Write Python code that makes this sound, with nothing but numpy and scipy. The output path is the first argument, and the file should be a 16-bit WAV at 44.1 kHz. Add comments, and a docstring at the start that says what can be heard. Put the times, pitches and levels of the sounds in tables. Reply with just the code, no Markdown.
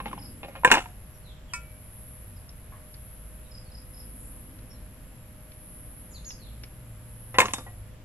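"""A meadow beside trees, camping cookware close to a two-port microphone on the grass.
A plastic case drops into a thin metal pot; a folding stand taps a gas can, is folded and clatters in too.
Pot and can are struck sets of fading modes with noise for thud and crack; joints and scrapes are noise.
Bush-crickets are sine tooth strikes and noise pulsed by wing strokes; birds are gliding sines, some only echo.
Behind them lies the open air: coloured noise, with a far machine's hum and drone as wavering sines."""
import sys
import numpy as np
from scipy import signal
from scipy.fft import rfft, irfft, next_fast_len
from scipy.io import wavfile
from scipy.ndimage import map_coordinates

SR = 44100
rng = np.random.default_rng(int(sys.argv[2]) if len(sys.argv) > 2 else 0)


def put_to_file(sound):
    """Save the sound as 16-bit audio at rate SR, in the file named by the first command-line argument."""
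    columns = np.atleast_2d(sound).T  # one column per channel
    safe = np.clip(columns, -1, 1)
    whole_steps = np.round(safe * 32767)
    wavfile.write(sys.argv[1], SR, whole_steps.astype(np.int16))


N = 354927
T = np.arange(N) / SR  # time [s]

# ringing modes of the pot wall: (pitch [Hz], level [dB], t60 [s])
POT_MODES = [(260, -10.5, 0.16), (471, -15, 0.051), (522, -8.5, .12), (545, -7.5, 0.089), (724, -9, 0.32),
             (815, -4.5, 0.15), (911, -8, 0.11), (1024.4, -1.5, 0.038), (1048, -6.5, .2), (1040, -5, 0.12),
             (1183, -8, 0.177), (1373, -5, 0.069), (1420, -8.5, 0.088), (1570, -11, 0.17), (1656, -7, .13),
             (1809, -9, 0.11), (1836, -5, 0.13), (2155, 2.5, 0.037), (2300, -9.5, 0.074), (2455, 0, 0.14),
             (2622, 1.5, 0.0645), (2730, -2.5, 0.12), (2850, 0.5, 0.13), (2990, -7, .12), (3150, -11, 0.1),
             (3560, -17, .07), (3900, -6.5, .05)]


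def undb(db):
    """Decibels to gain."""
    return 10 ** (np.asarray(db) / 20)


def unit(x):
    """Scale to rms 1."""
    return x / np.sqrt(np.mean(x ** 2))


def attack(x, size=350):
    """Scale a blow so that its first milliseconds have rms 1."""
    return x / np.sqrt(np.mean(x[:size] ** 2))


def low_pass(x, order, top_hz):
    """Dull a sound above top_hz."""
    return signal.sosfilt(signal.butter(order, top_hz, fs=SR, output="sos"), x)


def colour(x, points):
    """Filter by a spectrum of (Hz, dB) points, joined on a log frequency scale."""
    hz, db = np.transpose(points)
    f = np.fft.rfftfreq(x.shape[-1], 1 / SR) + 1e-9
    gain = undb(np.interp(np.log(f), np.log(hz), db))
    return irfft(rfft(x) * gain, x.shape[-1])


def noise(points, size=N):
    """Coloured noise of rms 1."""
    white = rng.standard_normal(next_fast_len(size, True))
    return unit(colour(white, points)[:size])


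def walk(rate):
    """Random drift with a spread near 1: straight lines between random values, rate of them per second."""
    knots = rng.standard_normal(1024)
    return 1.2 * map_coordinates(knots, [T * rate], order=1, mode="wrap")


def sine(hz):
    """Sine that follows a changing pitch."""
    return np.sin(2 * np.pi * np.cumsum(hz) / SR)


def fade(t, t60):
    """Exponential decay, 60 dB in t60 seconds."""
    return np.exp(-np.log(1000) * t / t60)


def dying(s, t60):
    """Starts at time s and fades."""
    return (T >= s) * fade(np.abs(T - s), t60)


def swell(middle_s, half_s):
    """A smooth rise to 1 and fall."""
    return np.exp(-((T - middle_s) / half_s) ** 2)


def add(track, s, sound):
    """Mix a sound in at time s."""
    i = max(int(s * SR), 0)
    track[i:i + len(sound)] += sound[:N - i]


def place(x, lag_ms):
    """Two microphone ports: the right one hears the source later, or earlier if the lag is negative."""
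    size = next_fast_len(N + 64, True)
    f = np.fft.rfftfreq(size, 1 / SR)
    late = irfft(rfft(x, size) * np.exp(-2j * np.pi * f * lag_ms / 1000), size)
    return np.array([x, late[:N]])


def outdoors(x, t60, wet_db):
    """Diffuse scatter from tent and trees: a noise tail that builds up and dies, different at each port."""
    t = T[:SR]
    tail = rng.standard_normal((2, SR)) * fade(t, t60) * (1 - fade(t, 0.038))
    tail /= np.sqrt(np.sum(tail ** 2, axis=1, keepdims=True))
    return undb(wet_db) * signal.fftconvolve(x[None], tail, axes=1)[:, :N]


def air():
    """Distant rumble and leaf hiss, alike at both ports in the bass, with a far machine's hum and drone."""
    # open air: (frequency [Hz], density [dB per Hz])
    air_spectrum = [(20, -5.5), (50, 2.5), (80, -3), (120, -4.5), (180, -9.5), (260, -12.5), (380, -22),
                    (600, -24), (850, -26.5), (1700, -29), (2800, -32.5), (4200, -40), (9500, -45.5),
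                    (12200, -36.5), (13000, -66.5)]
    # share that differs between the ports: (frequency [Hz], level [dB])
    side_share = [(25, -7), (60, -16.5), (200, -19), (400, -7), (1300, -3), (2400, -3.5), (5000, 1)]
    # swells of the low-mid rumble: (middle [s], half length [s], rise [dB])
    rumble_swells = [(0, 0.56, 12.7), (4.45, 0.49, 6.9), (6.25, 0.81, 4.5)]
    # whine of the far machine: (pitch [Hz], level [dB rms])
    whine_tones = [(511.4, -68.5), (613.7, -67)]
    # swells of the upper drone tone: (middle [s], half length [s], rise [dB])
    drone_swells = [(2.5, .6, 6.4), (7.3, 0.88, 12.6)]

    middle = noise(air_spectrum)
    side = colour(noise(air_spectrum), side_share)
    bed = undb(-46.5 + 0.19 * walk(1.3)) * (middle + side * np.array([[1], [-1]]))
    band = signal.butter(1, [200, 360], "bandpass", fs=SR, output="sos")
    low_mid = signal.sosfilt(band, bed)
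    rumble_db = -3 + sum(db * swell(s, half_s) for s, half_s, db in rumble_swells)
    bed = bed + (undb(rumble_db) - 1) * low_mid

    whine = sum(undb(db + 1.9 * walk(6.2)) * sine(hz + 2.51 * walk(14)) for hz, db in whine_tones)
    # the drone is a wavering low tone and its octave; only the octave swells
    turn = 2 * np.pi * np.cumsum(54 + 4.7 * walk(8.9)) / SR
    octave_db = -58.5 + sum(db * swell(s, half_s) for s, half_s, db in drone_swells)
    drone = undb(-54.5 + 3.3 * walk(4.9)) * np.sin(turn)
    drone += undb(octave_db + 2 * walk(5.5)) * np.sin(2 * turn)
    return bed + np.sqrt(2) * (whine + drone)  # root two turns rms into peak


def whistle(length_s, pitches_hz):
    """One note that swells, glides through three pitches with a slight quaver, and dies."""
    u = np.linspace(0, 1, int(length_s * SR))
    hz = np.polyval(np.polyfit([0, .5, 1], pitches_hz, 2), u)
    hz *= 1 + .007 * walk(400)[:len(u)]
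    flutter = undb(2.5 * walk(170)[:len(u)])
    return flutter * np.sin(np.pi * u) * sine(hz)


def birds():
    """Whistled glides: nearer birds are clear with an echo, far ones come only by way of the trees."""
    # runs of three quick falling chips from one bird: (start [s], level before accents [dB])
    chip_runs = [(0.186, -48), (3.51, -49.5), (3.712, -51.5), (3.937, -51.5)]
    # start, middle and end pitch of a chip [Hz]
    chip_hz = (5500, 5060, 4680)
    # accent of each chip in a run [dB]
    chip_accents = (-2, 3.5, 2.5)
    # whistles from the nearer trees: (time [s], length [s], start, middle, end [Hz], level [dB])
    near_notes = [(1.138, 0.026, 5840, 5670, 5500, -60.5), (2.356, 0.027, 5400, 5100, 4460, -59),
                  (4.696, 0.045, 5620, 5470, 5430, -55), (6.126, 0.068, 5900, 4150, 3530, -49.5),
                  (6.243, 0.0126, 2980, 4870, 6400, -46.5), (6.248, 0.059, 6900, 6590, 6270, -39.5),
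                  (6.283, 0.05, 6130, 5360, 4620, -42.5)]
    # whistles from deep in the wood: (time [s], length [s], start [Hz], level [dB])
    far_notes = [(1.222, 0.098, 4500, -52), (1.46, 0.092, 3510, -52.5), (3.433, 0.026, 4010, -58),
                 (3.641, 0.022, 4650, -55.5), (3.681, .025, 4180, -63), (4.717, 0.035, 4380, -60.5),
                 (6.093, 0.035, 7360, -47), (6.37, 0.11, 4880, -52.5)]
    chip_s, chip_gap_s, far_fall_oct_per_s = .018, .031, 5.9

    near, far = np.zeros(N), np.zeros(N)
    for s, db in chip_runs:
        for k, accent_db in enumerate(chip_accents):
            add(near, s + k * chip_gap_s, undb(db + accent_db) * whistle(chip_s, chip_hz))
    for s, length_s, start_hz, middle_hz, end_hz, db in near_notes:
        add(near, s, undb(db) * whistle(length_s, [start_hz, middle_hz, end_hz]))
    for s, length_s, start_hz, db in far_notes:
        fall_oct = far_fall_oct_per_s * length_s * np.array([0, .5, 1])
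        add(far, s, undb(db) * whistle(length_s, start_hz / 2 ** fall_oct))
    echo = outdoors(near, t60=.26, wet_db=-2.5) + outdoors(far, t60=.5, wet_db=0)
    return place(near, lag_ms=-0.034) + echo


def song(bouts):
    """Loudness of one cricket: each bout rises, holds with a slight waver, and falls."""
    attack_s, release_s, waver_db = 0.25, 0.18, 0.86
    held = np.zeros(N)
    for start, end, db in bouts:
        rise = np.clip((T - start) / attack_s + .5, 0, 1)
        fall = np.clip((end - T) / release_s + .5, 0, 1)
        held += undb(db) * rise * fall
    return held * undb(waver_db * walk(7))


def rasp(stroke_hz, tooth_hz):
    """Unsteady wing strokes: on each closing the tooth strikes slow down, so the wing's pitch falls."""
    # noisy ring of the wing: (frequency [Hz], level [dB])
    wing = [(8800, -47), (9600, -12), (10050, -9), (10350, 3.5), (10680, 3.5), (10850, -3.5), (11400, 4),
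            (11650, -10.5), (11900, -26.5), (12350, -27), (12700, -53)]
    stroke_fall_hz, tooth_jitter_hz = 1400, 130
    rasp_db, stroke_depth = -5, .8

    phase = np.cumsum(stroke_hz * (1 + .01 * walk(9))) / SR  # in strokes
    through_stroke = (phase + .5) % 1 - .5
    teeth = sine(tooth_hz - stroke_fall_hz * through_stroke + tooth_jitter_hz * walk(260))
    throb = np.exp(stroke_depth * np.cos(2 * np.pi * phase))
    return unit((teeth + undb(rasp_db) * noise(wing)) * throb)


def crickets():
    """Two near bush-crickets buzz through the grass; a lower one is far off and another rasps briefly."""
    # bouts of song, one list for each near cricket: (start [s], end [s], level [dB])
    near_bouts = [
        [(-.2, 1.29, -59.5), (1.56, 3.45, -57.5), (3.8, 7.9, -60)],
        [(-.2, .4, -55.5), (1.78, 2.3, -56), (2.75, 3.85, -60), (3.88, 4.45, -52.5), (5.54, 6.1, -53),
         (7.07, 7.65, -54)],
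    ]
    # wing strokes per second of each near cricket [Hz]
    stroke_rates = (110.8, 119.2)
    # tooth strikes per second in mid-stroke of each near cricket [Hz]
    tooth_rates = (11200, 10950)

    first, second = (song(bouts) * rasp(stroke_hz, tooth_hz)
                     for bouts, stroke_hz, tooth_hz in zip(near_bouts, stroke_rates, tooth_rates))
    near = place(first, lag_ms=-0.0054) + place(second, lag_ms=-0.073)
    near += outdoors(first + second, t60=.12, wet_db=-1)

    far_band = [(6200, -38.0), (7100, -14.0), (7400, -1.0), (7520, 2.0), (7700, -4.0), (8400, -26.5)]
    far = undb(-74 + 2 * walk(7.8)) * np.array([noise(far_band), noise(far_band)])

    burst = noise([(5500, -35.0), (7000, 5.0), (8800, 7.5), (10500, 2), (13200, -7.0), (14500, -40)])
    burst *= undb(-60 + 3 * walk(70)) * swell(4.235, 0.06)
    return near + far + place(burst, lag_ms=0.02)


def ring(modes, t, scatter_db, detune):
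    """One strike on a set of modes; each spot weights them differently and the load bends their pitch."""
    hz, db, t60 = np.transpose(modes)[:, :, None]
    weight, bend, sign = rng.standard_normal((3, len(modes), 1))
    partials = np.sin(2 * np.pi * hz * (1 + detune * bend) * t) * fade(t, t60)
    gains = np.sign(sign) * undb(db + scatter_db * weight)
    return attack(np.sum(gains * partials, axis=0))


def tick(t, t60, top_hz=17000):
    """Hard contact: a bright, fading noise burst that stands for dense high modes."""
    # tick of contact: (frequency [Hz], level [dB])
    tick_spectrum = [(1500, -25), (3200, -8), (4300, -12), (5200, -4), (6100, -3), (7100, 1), (8000, 1.5),
                     (9600, -6), (11500, -9), (13000, -13), (16000, -28)]
    burst = noise(tick_spectrum, size=len(t)) * fade(t, t60)
    return attack(low_pass(burst, 4, min(top_hz, .45 * SR)))


def favour(x, hz, lift_db):
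    """The spot touched brings out one pitch: a resonant peak is added."""
    return x + (undb(lift_db) - 1) * signal.lfilter(*signal.iirpeak(hz, 9, fs=SR), x)


def stand():
    """The stand taps the gas can as it is lifted; its joints click and scrape as the legs fold."""
    # modes of the gas can: (pitch [Hz], level [dB], t60 [s])
    can_modes = [(982, -1.5, 0.13), (1160, 1.5, 0.021), (1380, 0, 0.23), (1790, -9, 0.2), (2040, -5.5, .04),
                 (2283, -1, 0.15), (2295, -17, 0.85), (1900, -6, .1), (5440, -5.5, .08), (2570, 3.5, 0.16),
                 (4600, -6, .04), (4860, 0, 0.04), (5770, 2, 0.037), (8080, 3.5, 0.057), (8300, -1, 0.077)]
    # clicks of the joints: (time [s], level [dB], pitch of the snap [Hz])
    joint_clicks = [(2.492, -49.5, 5200), (2.941, -50.5, 4384), (4.589, -57, 1703), (5.519, -55, 2500),
                    (6.305, -43.5, 2770), (6.636, -43.5, 2300)]
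    snap_spectrum = [(400, -2), (1200, -3.5), (2600, -2), (5500, 4), (8000, -18), (13000, -30)]
    scrape_spectrum = [(700, -7.0), (950, 0.5), (1120, 5.5), (1350, -13), (1700, -4), (2600, -15), (4000, -43.5)]

    tap, clicks, t = np.zeros(N), np.zeros(N), T[:SR // 2]
    can = ring(can_modes, t, scatter_db=1, detune=.001)
    add(tap, 1.5355, undb(-29) * can + undb(-37) * tick(t, t60=0.14, top_hz=11300))
    for s, db, hz in joint_clicks:
        snap = noise(snap_spectrum, size=len(t)) * fade(t, 0.03)
        add(clicks, s, undb(db) * attack(favour(snap, hz, lift_db=15)))
    clicks += undb(-49) * noise(scrape_spectrum) * dying(2.721, t60=0.34)
    scatter = outdoors(tap + clicks, t60=.15, wet_db=-12)
    return place(tap, lag_ms=-0.08) + place(clicks, lag_ms=0.081) + scatter


def tonk(t, pitch, top_hz, build_cycles):
    """The flat base struck squarely: clear modes that build up over their first cycles."""
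    # base of the pot: (pitch [Hz], level [dB], t60 [s])
    base_modes = [(500, -10, 0.078), (1000, -0.5, .065), (1600, -8, 0.11), (1767, 9, 0.021)]
    out = np.zeros(len(t))
    for hz, db, t60 in base_modes:
        build_up = 1 - np.exp(-t * hz / build_cycles)
        out += undb(db) * np.sin(2 * np.pi * hz * pitch * t) * fade(t, t60) * build_up
    return low_pass(out, 4, top_hz)


def chatter(x, db):
    """Loose parts skitter after a contact: a few ever weaker repeats at uneven gaps."""
    out, late = x.copy(), 0
    for k, gap_s in enumerate(rng.uniform(.003, .012, size=4)):
        late += int(gap_s * SR)
        out[late:] += undb(db - 2.39 * k) * x[:-late]
    return out


def skitter(strength, rate, spread_db, t60, count=3):
    """Tiny uneven contacts at random moments, shared among a few edges that each ring briefly."""
    # ring of an edge: (frequency [Hz], level [dB])
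    edge_spectrum = [(150, -12.5), (400, -10.5), (800, -3.5), (1250, 1.5), (2000, -6), (2800, -4),
                     (3600, -15), (4500, -15.5), (7500, -25), (11500, -25), (15000, -38.5)]
    out, t = np.zeros(N), T[:SR // 20]
    for _ in range(count):
        moments = rng.random(N) < rate / count / SR
        touches = moments * undb(spread_db * np.clip(rng.standard_normal(N), -2, 2))
        edge = noise(edge_spectrum, size=len(t)) * fade(t, t60)
        out += signal.oaconvolve(unit(touches) * strength, edge / np.linalg.norm(edge))[:N]
    return out / np.sqrt(count)


def blow_body(t, corner_hz, spot_hz, spot_db, thud_db, lasting_db):
    """Ring of the wall, crowded short modes of pot and contents, and the thud of the pot on the turf."""
    # crowded short-lived modes: (frequency [Hz], level [dB])
    shell_spectrum = [(60, -23.5), (150, -22.5), (235, -17), (370, -14), (520, -17.5), (670, -14),
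                      (1000, 1), (1250, -18.5), (1750, -9.5), (2700, -21), (3400, -0.5), (4400, 0),
                      (9000, -44)]
    # thud on the turf: (frequency [Hz], level [dB])
    thud_spectrum = [(90, -23.5), (160, -6), (245, 3), (340, -4.5), (530, -1.5), (800, -12.5),
                     (2000, -50.5)]
    shell = attack(noise(shell_spectrum, size=len(t)) * fade(t, .03))
    # grass and contents take part of the ring at once; the rest lasts
    damping = fade(t, 0.042) + undb(lasting_db)
    wall = attack(damping * ring(POT_MODES, t, scatter_db=2, detune=.006))
    body = favour(undb(2.5) * wall + shell, spot_hz, spot_db)
    body = attack(low_pass(body, 3, corner_hz))
    thud = attack(noise(thud_spectrum, size=len(t)) * fade(t, 0.058) * (1 - fade(t, 0.0067)))
    return chatter(body + undb(thud_db) * thud, db=lasting_db)


def crack(t, db):
    """Hard contact cracks, brighter when louder, then the wall's crowded high overtones die away."""
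    # a crack of -52.5 dB reaches 3725 Hz; the reach rises an octave for every 11 dB
    reach_hz = 3725 * 2 ** ((db + 52.5) / 11)
    shimmer = tick(t, 0.33, min(reach_hz, 10430))
    return undb(db) * (tick(t, .009, reach_hz) + undb(-18.5) * shimmer)


def slides():
    """The case slides down the wall of the pot: friction noise keeps the wall's modes stirred."""
    # slides: (middle [s], half length [s], level [dB], favoured pitch [Hz])
    slide_table = [(0.1, 0.15, -52, 808), (0.511, .07, -54, 566.5)]
    t = T[:SR // 3]
    wall = ring(POT_MODES, t, scatter_db=2, detune=.005) * fade(t, 0.05)
    rubbed = unit(signal.fftconvolve(rng.standard_normal(N), wall)[:N])
    out = np.zeros(N)
    for s, half_s, db, spot_hz in slide_table:
        out += undb(db) * swell(s, half_s) * unit(favour(rubbed, spot_hz, lift_db=12))
    return out


def pot():
    """Case, then stand, bump the rim, drop in and rattle to rest: each blow rings the pot."""
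    # blows: (time [s], level [dB], top of the contact's range [Hz], crack [dB re the blow],
    # pitch favoured by the spot struck [Hz], its lift [dB], thud [dB re the blow],
    # lasting share of the ring and level of the chatter [dB])
    blow_table = [(.002, -32.5, 2540, -22.5, 1040, 12, -22, -17),
                  (.058, -32, 2600, -20.5, 870, 17, -6.5, -13),
                  (0.069, -45, 2700, -10.5, 2200, 14, -17, -16), (0.081, -46, 2900, -8, 840, 4, -8, -27),
                  (0.113, -44, 2400, -12.5, 1190, 16, -17, -28),
                  (0.13, -32.5, 2900, -20, 1020, 30, -13, -32),
                  (0.178, -40.5, 2300, -14.5, 805, 22, -14, -18),
                  (0.431, -38, 3250, -22, 574, 20.5, -9.5, -6), (.446, -42, 3420, -16, 570, 17, -8, -20),
                  (0.484, -44, 1400, -11.5, 553, 27.5, -5, -13),
                  (.553, -40, 2210, -37, 566, 12.5, -28, -30),
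                  (0.56, -42, 2600, -12.5, 573, 19, -15.5, -7.5),
                  (0.635, -29.5, 1520, -36.5, 970, 11.5, -22, -3),
                  (.6476, -14.5, 2440, -16.5, 2380, 5.5, -16, -18.5),
                  (.676, -21.5, 2130, -25.5, 1600, 0, -17, -11.5),
                  (0.7034, -23.5, 2100, -23.5, 1590, 0.5, -15, -6),
                  (0.7151, -9, 3760, -14.5, 1520, 14, -21, -14),
                  (0.7203, -15.5, 3100, -22.5, 2713, 15, -15, -9),
                  (0.7248, -18.5, 2000, -34, 896, 15, -8.5, -4),
                  (0.7395, -18.5, 2940, -16, 1760, 8.5, -27, -13),
                  (0.7536, -24, 3100, -20.5, 900, 10.5, -13, -6.5),
                  (.772, -22, 1500, -26.5, 885, 12, -15, -13.5), (0.78, -27, 3000, -23, 2800, 9, -12, -11),
                  (0.858, -39.5, 2310, -31, 927, 14, -21, -38),
                  (7.343, -37, 2220, -15.5, 950, 6, -14, -1.5), (7.3853, -15, 3420, -13, 2470, 3, -19, -25),
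                  (7.393, -24, 2400, -18.5, 815, 8, -17, -7), (7.4029, -13, 3030, -13, 2080, 9.5, -18, -15),
                  (7.4163, -19.5, 2580, -29.5, 1800, 7, -13, -18),
                  (7.428, -25, 2100, -25, 990, 11.5, -26, -16), (7.441, -31.5, 2500, -19, 1050, 11, -5, -4),
                  (7.4564, -27, 2880, -17, 1130, 6.5, -11, -13), (7.484, -33, 2450, -17, 1050, 8, -8, -16),
                  (7.508, -45, 2600, -8, 1050, 5, -10, -16), (7.536, -27.5, 3730, -5.5, 810, 8, -12, -17.5),
                  (7.583, -40, 1590, -9.5, 1110, 0, -6, -6), (7.665, -45, 1870, -22, 760, 11, -7.5, -3.5)]
    # square landings on the base: (time [s], level [dB], pitch ratio, top [Hz], build-up [cycles])
    landing_table = [(0.6473, -3, 1.0, 3230, 2.47), (7.3844, -4.5, 1.04, 1230, 0.83)]
    # thin legs of the stand left ringing by a touch: (time [s], pitch [Hz], level [dB], t60 [s])
    leg_rings = [(7.344, 1980, -38, 0.39), (7.456, 6600, -30, .05), (7.536, 3650, -35, 0.24),
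                 (7.536, 6370, -31, 0.037), (7.536, 6860, -17.5, 0.012), (7.535, 8760, -29.5, 0.051),
                 (7.667, 1926, -43, 0.13)]
    # edges scrape and skitter on the wall after each drop: (start [s], level [dB], t60 [s])
    rattle_table = [(.654, -33, 0.32), (.722, -24.5, 0.26), (7.392, -25, 0.19), (7.541, -41, .2)]

    walls, cracks, t = np.zeros(N), np.zeros(N), T[:SR // 3]
    for s, db, corner_hz, crack_db, spot_hz, spot_db, thud_db, lasting_db in blow_table:
        add(walls, s, undb(db) * blow_body(t, corner_hz, spot_hz, spot_db, thud_db, lasting_db))
        add(cracks, s, crack(t, db + crack_db))
    for s, db, pitch, top_hz, build_cycles in landing_table:
        add(walls, s, undb(db) * tonk(t, pitch, top_hz, build_cycles))
    for s, hz, db, t60 in leg_rings:
        add(walls, s, undb(db) * np.sin(2 * np.pi * hz * t) * fade(t, t60))
    restless = sum(undb(db) * dying(s, t60) for s, db, t60 in rattle_table)
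    walls += skitter(restless, rate=230, spread_db=5, t60=.016)
    walls += slides()
    # short waves scatter more than the low ring does
    scatter = outdoors(walls, t60=0.33, wet_db=-24.0) + outdoors(cracks, t60=0.049, wet_db=1.5)
    return place(walls + cracks, lag_ms=-0.11) + scatter


def scene():
    """The meadow all round, the cookware close by."""
    return air() + birds() + crickets() + stand() + pot()


def record(dry):
    """Peaks beyond full scale are clipped, then the treble above 16 kHz is cut."""
    top_cut = signal.ellip(8, .2, 70, 16000, fs=SR, output="sos")
    return signal.sosfilt(top_cut, np.clip(dry, -1, 1))


dry = scene()
out = record(dry)
put_to_file(out)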